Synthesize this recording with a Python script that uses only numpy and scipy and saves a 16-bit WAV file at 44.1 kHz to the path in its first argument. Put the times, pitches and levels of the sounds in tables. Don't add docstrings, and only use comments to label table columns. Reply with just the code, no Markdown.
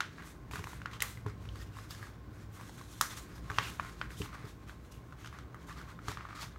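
import sys
import numpy as np
from scipy import signal
from scipy.fft import rfft, irfft
from scipy.io import wavfile
from scipy.ndimage import uniform_filter1d

SR = 44100
rng = np.random.default_rng(int(sys.argv[2]) if len(sys.argv) > 2 else 0)


def put_to_file(sound):
    columns = np.atleast_2d(sound).T
    safe = np.clip(columns, -1, 1)
    whole_steps = np.round(safe * 32767)
    wavfile.write(sys.argv[1], SR, whole_steps.astype(np.int16))


N = 290178
T = np.arange(N) / SR

# start_s, swell_s, hold_s, scrape_db, hiss_db, extra_treble_db
STROKES = [(0.085, 0.046, 0.146, -60, -64, -4), (0.18, 0.02, 0.011, -51, -63, -4),
           (0.191, 0.064, 0.041, -64, -61, 3), (0.506, 0.008, 0.052, -52, -56, 3),
           (0.54, 0.019, 0.04, -51, -58, -3), (0.63, 0.009, 0.107, -54, -58, 2),
           (0.722, 0.069, 0.09, -60, -67, -4), (0.879, 0.06, 0.01, -55, -57, -3),
           (1.02, 0.007, 0.093, -57, -56, 2), (1.115, 0.018, 0.024, -69, -63, -2),
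           (1.26, 0.008, 0.009, -52, -60, -3), (1.382, 0.041, 0.108, -66, -67, -1),
           (1.526, 0.034, 0.053, -62, -61, 0), (1.585, 0.018, 0.022, -61, -58, -3),
           (1.677, 0.087, 0.08, -57, -61, 1), (1.867, 0.048, 0.005, -54, -51, -1),
           (1.912, 0.071, 0.074, -55, -61, 3), (2.284, 0.055, 0.079, -62, -69, 2),
           (2.482, 0.063, 0.39, -68, -63, 2), (2.513, 0.082, 0.008, -54, -67, 6),
           (2.604, 0.07, 0.003, -59, -58, -1), (2.746, 0.038, 0.004, -52, -58, 3),
           (2.88, 0.024, 0.156, -64, -61, 3), (3.092, 0.011, 0.023, -50, -52, 1),
           (3.152, 0.022, 0.013, -54, -54, 5), (3.208, 0.058, 0.058, -60, -67, 1),
           (3.334, 0.022, 0.019, -59, -63, 3), (3.4, 0.048, 0.098, -59, -63, -2),
           (3.455, 0.133, 0.079, -47, -49, -3), (3.642, 0.027, 0.032, -54, -53, 3),
           (3.681, 0.02, 0.057, -59, -59, 1), (3.755, 0.046, 0.064, -51, -58, -2),
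           (3.831, 0.016, 0.077, -62, -63, 2), (3.892, 0.118, 0.017, -59, -60, -4),
           (4.068, 0.04, 0.044, -59, -63, 3), (4.141, 0.05, 0.025, -57, -51, 3),
           (4.196, 0.031, 0.023, -52, -54, -3), (4.223, 0.108, 0.109, -53, -64, -2),
           (4.402, 0.02, 0.022, -55, -67, -2), (4.406, 0.073, 0.028, -64, -61, 1),
           (4.572, 0.029, 0.024, -65, -73, 2), (4.649, 0.038, 0.019, -57, -59, 0),
           (4.776, 0.074, 0.003, -65, -69, 3), (4.904, 0.016, 0.004, -75, -59, 1),
           (5.034, 0.031, 0.04, -71, -72, 1), (5.151, 0.042, 0.055, -58, -62, -1),
           (5.218, 0.021, 0.028, -58, -59, -5), (5.301, 0.034, 0.035, -56, -68, -1),
           (5.367, 0.012, 0.014, -75, -64, -7), (5.558, 0.05, 0.023, -61, -64, -2),
           (5.66, 0.014, 0.02, -57, -59, 3), (5.675, 0.014, 0.008, -50, -58, -3),
           (5.748, 0.027, 0.02, -50, -56, -3), (5.817, 0.081, 0.003, -55, -60, -4),
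           (5.971, 0.083, 0.012, -59, -59, -4), (6.05, 0.041, 0.02, -46, -48, -2),
           (6.153, 0.013, 0.169, -56, -66, -8), (6.342, 0.01, 0.056, -47, -50, -5),
           (6.393, 0.014, 0.012, -48, -46, -3), (6.485, 0.029, 0.11, -69, -72, -5)]
# pitch_hz, level_db
HISS_TONE = [(1500, -25), (2400, -10), (3500, 0.5), (4800, -5), (6500, -2), (8500, -6.5), (10500, -4),
             (12500, -9.5), (15000, -16), (16500, -17)]


def snaps():
    # start_s, level_db, ring_hz, crease_hz, crease_db, crack_db, tilt_db_per_octave, echo_db
    buckles = [(0.005, -17, 1410, 3160, -16, -18, -7.5, 0), (0.183, -38, 1650, 2440, -13, -28, -12, 8),
               (0.511, -36.5, 930, 2700, -8, -23, 9, 4), (0.535, -31, 1110, 2640, -9, -26, 0, -12),
               (0.557, -26.5, 1460, 2490, -11, -26, 6, -9), (0.592, -32, 1080, 2650, -19, -28, 0, 0),
               (0.641, -32, 1050, 2620, -9, -19, 0, -12), (0.671, -31.5, 1050, 2490, -16, -26, 3, -11),
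               (0.732, -34, 1020, 2480, -16, -30, 0, -7), (0.817, -35, 1480, 2540, -14, -25, -5, -14),
               (0.858, -21, 1420, 2420, -27, -26.5, -9.5, -3.5), (0.913, -39, 1980, 2450, -18, -21, -3, -4),
               (0.933, -36, 1130, 3450, -6, -28, -9, -1.5), (1.004, -29.5, 1900, 4100, -14, -10.5, -6, 6.5),
               (1.021, -15.5, 2100, 2430, -12, -13, 6, -1.5), (1.173, -39, 2070, 2430, -15, -25, 3, 5.5),
               (1.263, -30, 1010, 2380, -26, -29, 0, -7), (1.454, -45, 1330, 2500, -8, -25, 0, 0),
               (1.489, -47.5, 1040, 3330, 0.6, -32, 0, 4), (1.556, -37, 1150, 2470, -13, -24, 0, -2.5),
               (1.769, -36.5, 1050, 3550, -21, -27, 3, -13), (1.787, -36, 1150, 2480, -22, -32, 0, -8),
               (1.907, -39, 1270, 5470, 0.6, -13.5, 13, -1.5), (1.948, -40.5, 1680, 6040, -9, -25, 0, 0),
               (2.028, -32, 1630, 2570, -34, -31, 13, 4.5), (2.611, -36, 1020, 3300, -21, -23, 0, -16),
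               (2.694, -37.5, 860, 3400, -28, -20.5, 0, -11), (2.812, -37, 1090, 2520, -27, -25, 6, -12),
               (3.011, -11.5, 1274, 6320, -16.5, -13.5, 1.5, -0.6),
               (3.5, -26.5, 1590, 2390, -17, -25.5, -4, -9), (3.505, -28, 1160, 2830, -22, -29, 0, -7),
               (3.515, -29.5, 1190, 2400, -16, -24, -6, -6),
               (3.585, -9.5, 1140, 3400, -17.5, -23, -12.5, -2.5),
               (3.797, -17.5, 1165, 2570, -22, -42, 3, -7), (3.848, -33, 1300, 3860, -24, -29, 0, 5),
               (4.014, -19.5, 1450, 2650, -14, -31, -13, -3.5), (4.105, -39.5, 1560, 2570, -11, -24, 3, 4),
               (4.217, -35, 1090, 3200, 1.5, -17, 0, 0), (4.695, -37, 1470, 2530, -12, -24, -5, -3),
               (4.921, -50, 1250, 5950, -2.5, -16, 17, 3), (5.124, -38, 1390, 2470, -21, -31, -3, -2.5),
               (5.246, -36.5, 1540, 3330, -12, -23, 0, 0), (5.259, -40.5, 1390, 3340, -3.5, -17, -3, 0),
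               (5.273, -41, 1390, 3340, -5, -16, 0, 0), (5.327, -38, 1160, 2560, -21, -28, 0, 7.5),
               (5.387, -37, 1290, 2470, -25, -18.5, -5.5, -2.5), (5.545, -31.5, 1240, 3320, -32, -33, 8, 0),
               (5.99, -37, 1340, 2420, -18, -34, -6, -2.5), (6.083, -23, 1230, 2690, -16.5, -17, -6, -3.5),
               (6.116, -31, 990, 2520, -25, -22, 0, -6), (6.172, -29, 1200, 2400, -24, -27, -9, 3),
               (6.208, -34, 1270, 2500, -21, -29, -8, 0), (6.252, -30, 1170, 2480, -27, -41, -3, -7),
               (6.288, -35, 1270, 2380, -16, -34, -3, -4), (6.308, -34, 1230, 2610, -26, -37, -3, -5),
               (6.329, -33, 1230, 2500, -22, -34, -3, -3), (6.56, -38, 1250, 2400, -22, -36, 0, -4)]
    # pitch_hz, level_db
    pop_tone = [(150, -59), (400, 6.5), (800, -0.5), (1300, 11.5), (2000, 8.5), (3500, -26.5), (6000, -48)]
    # offset_octaves, level_db
    crease_band = [(-0.89, -62), (-0.77, -9), (0, 3.5), (-0.19, -4.5), (1.0, -14.5)]
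    buckles = buckles + small_buckles()
    direct, echo_feed, t = np.zeros(N), np.zeros(N), np.arange(1024) / SR
    noises = rng.standard_normal((len(buckles), 3, len(t)))
    click = signal.unit_impulse(len(t), 40)
    hiss_hz, hiss_db = np.transpose(HISS_TONE)
    for (start, db, ring_hz, crease_hz, crease_db, crack_db, tilt, echo_db), noise in zip(buckles, noises):
        ring_s = 0.014 - 0.0001 * (db + 35)
        ring = np.sin(2 * np.pi * ring_hz * t) * fade(t, ring_s) * (1 - np.exp(-t / 0.0002))
        crease_tone = [(crease_hz * 2 ** octaves, level) for octaves, level in crease_band]
        crack_tone = np.transpose([hiss_hz, hiss_db + tilt * np.log2(hiss_hz / 6000)])
        tones = [pop_tone, crease_tone, crack_tone]
        gains = gain([-3.5, crease_db + 2, crack_db + 8])
        ragged = gains * [0.3, 1, 1]
        burst = sum(g * colour(n, tone) for g, n, tone in zip(ragged, noise, tones))
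        burst *= np.clip(t / 0.001, 0, 1) * fade(t, 0.02)
        push = gain(-14) * sum(g * colour(click, tone) for g, tone in zip(gains, tones))
        push *= np.clip(t / 0.00078, 0, 1) * fade(t, 0.018)
        add(direct, start, gain(db) * (ring + burst + 0.3 * push))
        add(echo_feed, start, gain(db + echo_db) * (0.55 * ring + push))
    return direct, echo_feed


def small_buckles():
    rows = []
    for start, swell, hold, scrape_db, *_ in STROKES:
        for when, force, ring, crease in rng.random((2, 4)):
            rows.append((start + swell + (hold + 0.03) * when, scrape_db + 5 + 8 * force,
                         1250 * 2 ** (ring - 0.5), 3000 * 2 ** crease, -15, -23, 0, 0))
    return rows


def rustle():
    # pitch_hz, width_hz, level_db
    sheet_notes = [(870, 90, -8), (1158, 210, 8.5), (1470, 330, 5), (1510, 100, -5.5), (1950, 50, -15.5),
                   (2470, 110, -12)]
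    # pitch_hz, level_db
    scrape_tone = [(300, -30), (600, -9), (850, -8), (1150, -2), (1600, -3), (2200, -3.5), (3000, -19.5),
                   (4500, -18), (7000, -35)]
    # pitch_hz, level_db
    crinkle_tone = [(1800, -22), (2500, 0.5), (6000, -2.5), (10000, -9.5), (16500, -9)]
    scrape_gain, hiss_gain, treble_gain = stroke_gains()
    patchy = gain(1.5 * wander(50))
    sheet = sum(gain(db + 4 * wander(14)) * ringing(slips(400, 3), hz, width)
                for hz, width, db in sheet_notes)
    scrape = normalise(colour(slips(2500, 2.6), scrape_tone) + gain(-1) * normalise(sheet))
    crinkles = sum(gain(4.5 * wander(16)) * ringing(slips(500, 3.5), hz, hz / 14)
                   for hz in 2500 * 2 ** np.arange(0, 2.6, 0.17))
    hiss = normalise(colour(slips(10000, 1.8), HISS_TONE) + gain(-2) * colour(crinkles, crinkle_tone))
    low_hiss = signal.sosfilt(signal.butter(2, 8000, fs=SR, output="sos"), hiss)
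    return (scrape * scrape_gain + low_hiss * hiss_gain + (hiss - low_hiss) * treble_gain) * patchy


def stroke_gains(let_go_db_per_s=216):
    # scrape_db, hiss_db, treble_db
    resting = [-68, -75.5, -78]
    t = T[::64]
    power = np.ones((3, len(t))) * gain(resting)[:, None] ** 2
    for start, swell, hold, scrape_db, hiss_db, treble_db in STROKES:
        rise = np.clip((t - start) / swell, 0, 1) ** 2
        fall = gain(-let_go_db_per_s * np.maximum(t - start - swell - hold, 0))
        power += (rise * fall * gain([scrape_db, hiss_db, hiss_db + treble_db])[:, None]) ** 2
    return [np.interp(T, t, np.sqrt(p)) for p in power]


def slips(per_s, scatter_db):
    when, side, size = rng.random((3, N))
    size_db = scatter_db * np.minimum(-np.log(1 - size), 4)
    return (when < per_s / SR) * np.sign(side - 0.5) * gain(size_db)


def squeaks():
    # middle_s, half_length_s, pitch_hz, level_db
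    drags = [(1.615, 0.022, 1850, -58), (5.708, .02, 1164, -47), (5.79, 0.034, 1240, -53),
             (5.898, .03, 1160, -53.5), (6.385, 0.08, 1260, -52)]
    out = np.zeros(N)
    for middle, half_length, hz, db in drags:
        swell = np.clip(1 - ((T - middle) / half_length) ** 2, 0, 1)
        out += gain(db) * swell * ringing(slips(1500, 2), hz, width_hz=70)
    return out


def knocks():
    # start_s, level_db, pitch_hz, fade_s, table_db
    blows = [(0.531, -33, 71.4, 0.044, -9.5), (0.592, -24.5, 133, 0.033, -15),
             (1.259, -25.5, 141, 0.05, -9.5), (1.274, -31, 74.6, 0.068, -16),
             (3.499, -32, 105, 0.079, -14.5), (3.583, -34, 110, 0.077, -13.5),
             (4.201, -21, 160, 0.047, -12), (4.214, -27.5, 65, 0.06, -12), (4.439, -27, 109, 0.041, -15),
             (6.079, -31.5, 84.5, 0.06, -10.5)]
    # pitch_hz, level_db
    table_notes = [(105, 10), (290, -1), (420, 3.5)]
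    out, t = np.zeros(N), np.arange(16384) / SR
    table = sum(gain(db) * np.sin(2 * np.pi * hz * t) for hz, db in table_notes)
    for start, db, hz, fade_s, table_db in blows:
        thud = np.sin(2 * np.pi * hz * t) * fade(t, fade_s)
        ring = gain(table_db) * table * fade(t, 1.9 * fade_s)
        add(out, start, gain(db) * (thud + ring) * (1 - np.exp(-t / 0.0056)))
    return out


def room_echo(x, gap_s=0.0027, build_s=0.0069):
    # pitch_hz, fade_s
    echo_times = [(300, 0.42), (800, 0.22), (2000, 0.31), (5500, 0.31), (14000, 0.38)]
    pitches, fades = np.transpose(echo_times)
    tail, t = 0, np.arange(SR // 2) / SR
    for hz in 200 * 2 ** np.arange(0, 6.6, 0.5):
        band = signal.butter(2, [hz / 2 ** 0.25, min(hz * 2 ** 0.25, 20000)], "band", fs=SR, output="sos")
        fade_s = np.interp(np.log(hz), np.log(pitches), fades)
        tail += signal.sosfilt(band, rng.standard_normal(len(t))) * fade(t, fade_s)
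    tail *= np.clip((t - gap_s) / build_s, 0.08, 1)
    return signal.fftconvolve(x, tail / np.sqrt(np.sum(tail ** 2)))[:N]


def room_noise():
    # pitch_hz, level_db
    air_tone = [(15, -29), (25, -18.5), (120, 3), (170, -6), (326, -6), (560, -16.5), (1160, -22.5),
                (1370, -28), (1520, -16.5), (2550, -90.5), (2910, -57), (3160, -53), (3430, -63),
                (8360, -53), (16000, -39.5)]
    # pitch_hz, width_hz, level_db
    room_notes = [(59.2, 12.6, -53.5), (85, 60, -65.5), (114.2, 9, -57.5), (167.2, 6.6, -63),
                  (214.5, 4.9, -71.5), (297.8, 7.7, -68.5), (1063, 12, -70)]
    # time_s, level_db
    swells = [(0, 0), (.5, 2.5), (1.2, 4), (1.4, 3.5), (2, 2), (2.3, 0), (3, 1.5), (3.6, 5), (4.2, 3),
              (4.6, 0.5), (5.2, -0.5), (5.8, 3), (6.58, 1.5)]
    air = gain(-54 + 0.67 * wander(3.1)) * colour(rng.standard_normal(N), air_tone)
    rumble = sum(gain(db + 1.37 * wander(3.96)) * ringing(rng.standard_normal(N), hz, width)
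                 for hz, width, db in room_notes)
    return air + gain_curve(swells) * rumble


def hum(pitch_hz=101):
    # time_s, level_db
    levels = [(1.15, -86), (1.3, -46.5), (1.7, -50.5), (2.0, -52.5), (2.35, -53), (2.6, -49), (2.8, -80)]
    phase = 2 * np.pi * np.cumsum(pitch_hz + 1.5 * wander(6)) / SR
    return np.sqrt(2) * np.sin(phase) * gain(1.5 * wander(8)) * gain_curve(levels)


def gain(db):
    return 10 ** (np.asarray(db) / 20)


def gain_curve(points):
    return gain(np.interp(T, *np.transpose(points)))


def normalise(x):
    return x / np.sqrt(np.mean(x ** 2))


def colour(x, tone):
    hz, db = np.transpose(tone)
    log_hz = np.log(np.fft.rfftfreq(len(x), 1 / SR) + 1)
    shape = gain(np.interp(log_hz, np.log(hz), db, left=-90, right=-90))
    return normalise(irfft(rfft(x) * shape, len(x)))


def ringing(x, hz, width_hz):
    return normalise(signal.lfilter(*signal.iirpeak(hz, hz / width_hz, fs=SR), x))


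def wander(per_s):
    step = int(SR / per_s)
    levels = np.repeat(rng.standard_normal(N // step + 1), step)
    return normalise(uniform_filter1d(uniform_filter1d(levels, step), step)[:N])


def fade(t, fade_s):
    return np.exp(-np.log(1000) * t / max(fade_s, 0.002))


def add(out, start_s, sound):
    i = min(int(start_s * SR), N)
    out[i:i + len(sound)] += sound[:N - i]


def scene():
    snapping, echo_feed = snaps()
    rubbing = rustle() + squeaks()
    into_room = gain(-6) * echo_feed + gain(-13.5) * rubbing
    return (snapping + rubbing + knocks() + room_echo(into_room) + room_noise() + hum())[None]


def record(dry):
    dry = signal.sosfilt(signal.butter(2, 40, "high", fs=SR, output="sos"), dry)
    dry = 0.4 * dry + 0.52 * signal.lfilter(*signal.iirnotch(10500, 8, fs=SR), dry)
    return signal.sosfilt(signal.ellip(10, 0.2, 80, 15750, fs=SR, output="sos"), dry)


dry = scene()
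out = record(dry)
put_to_file(out)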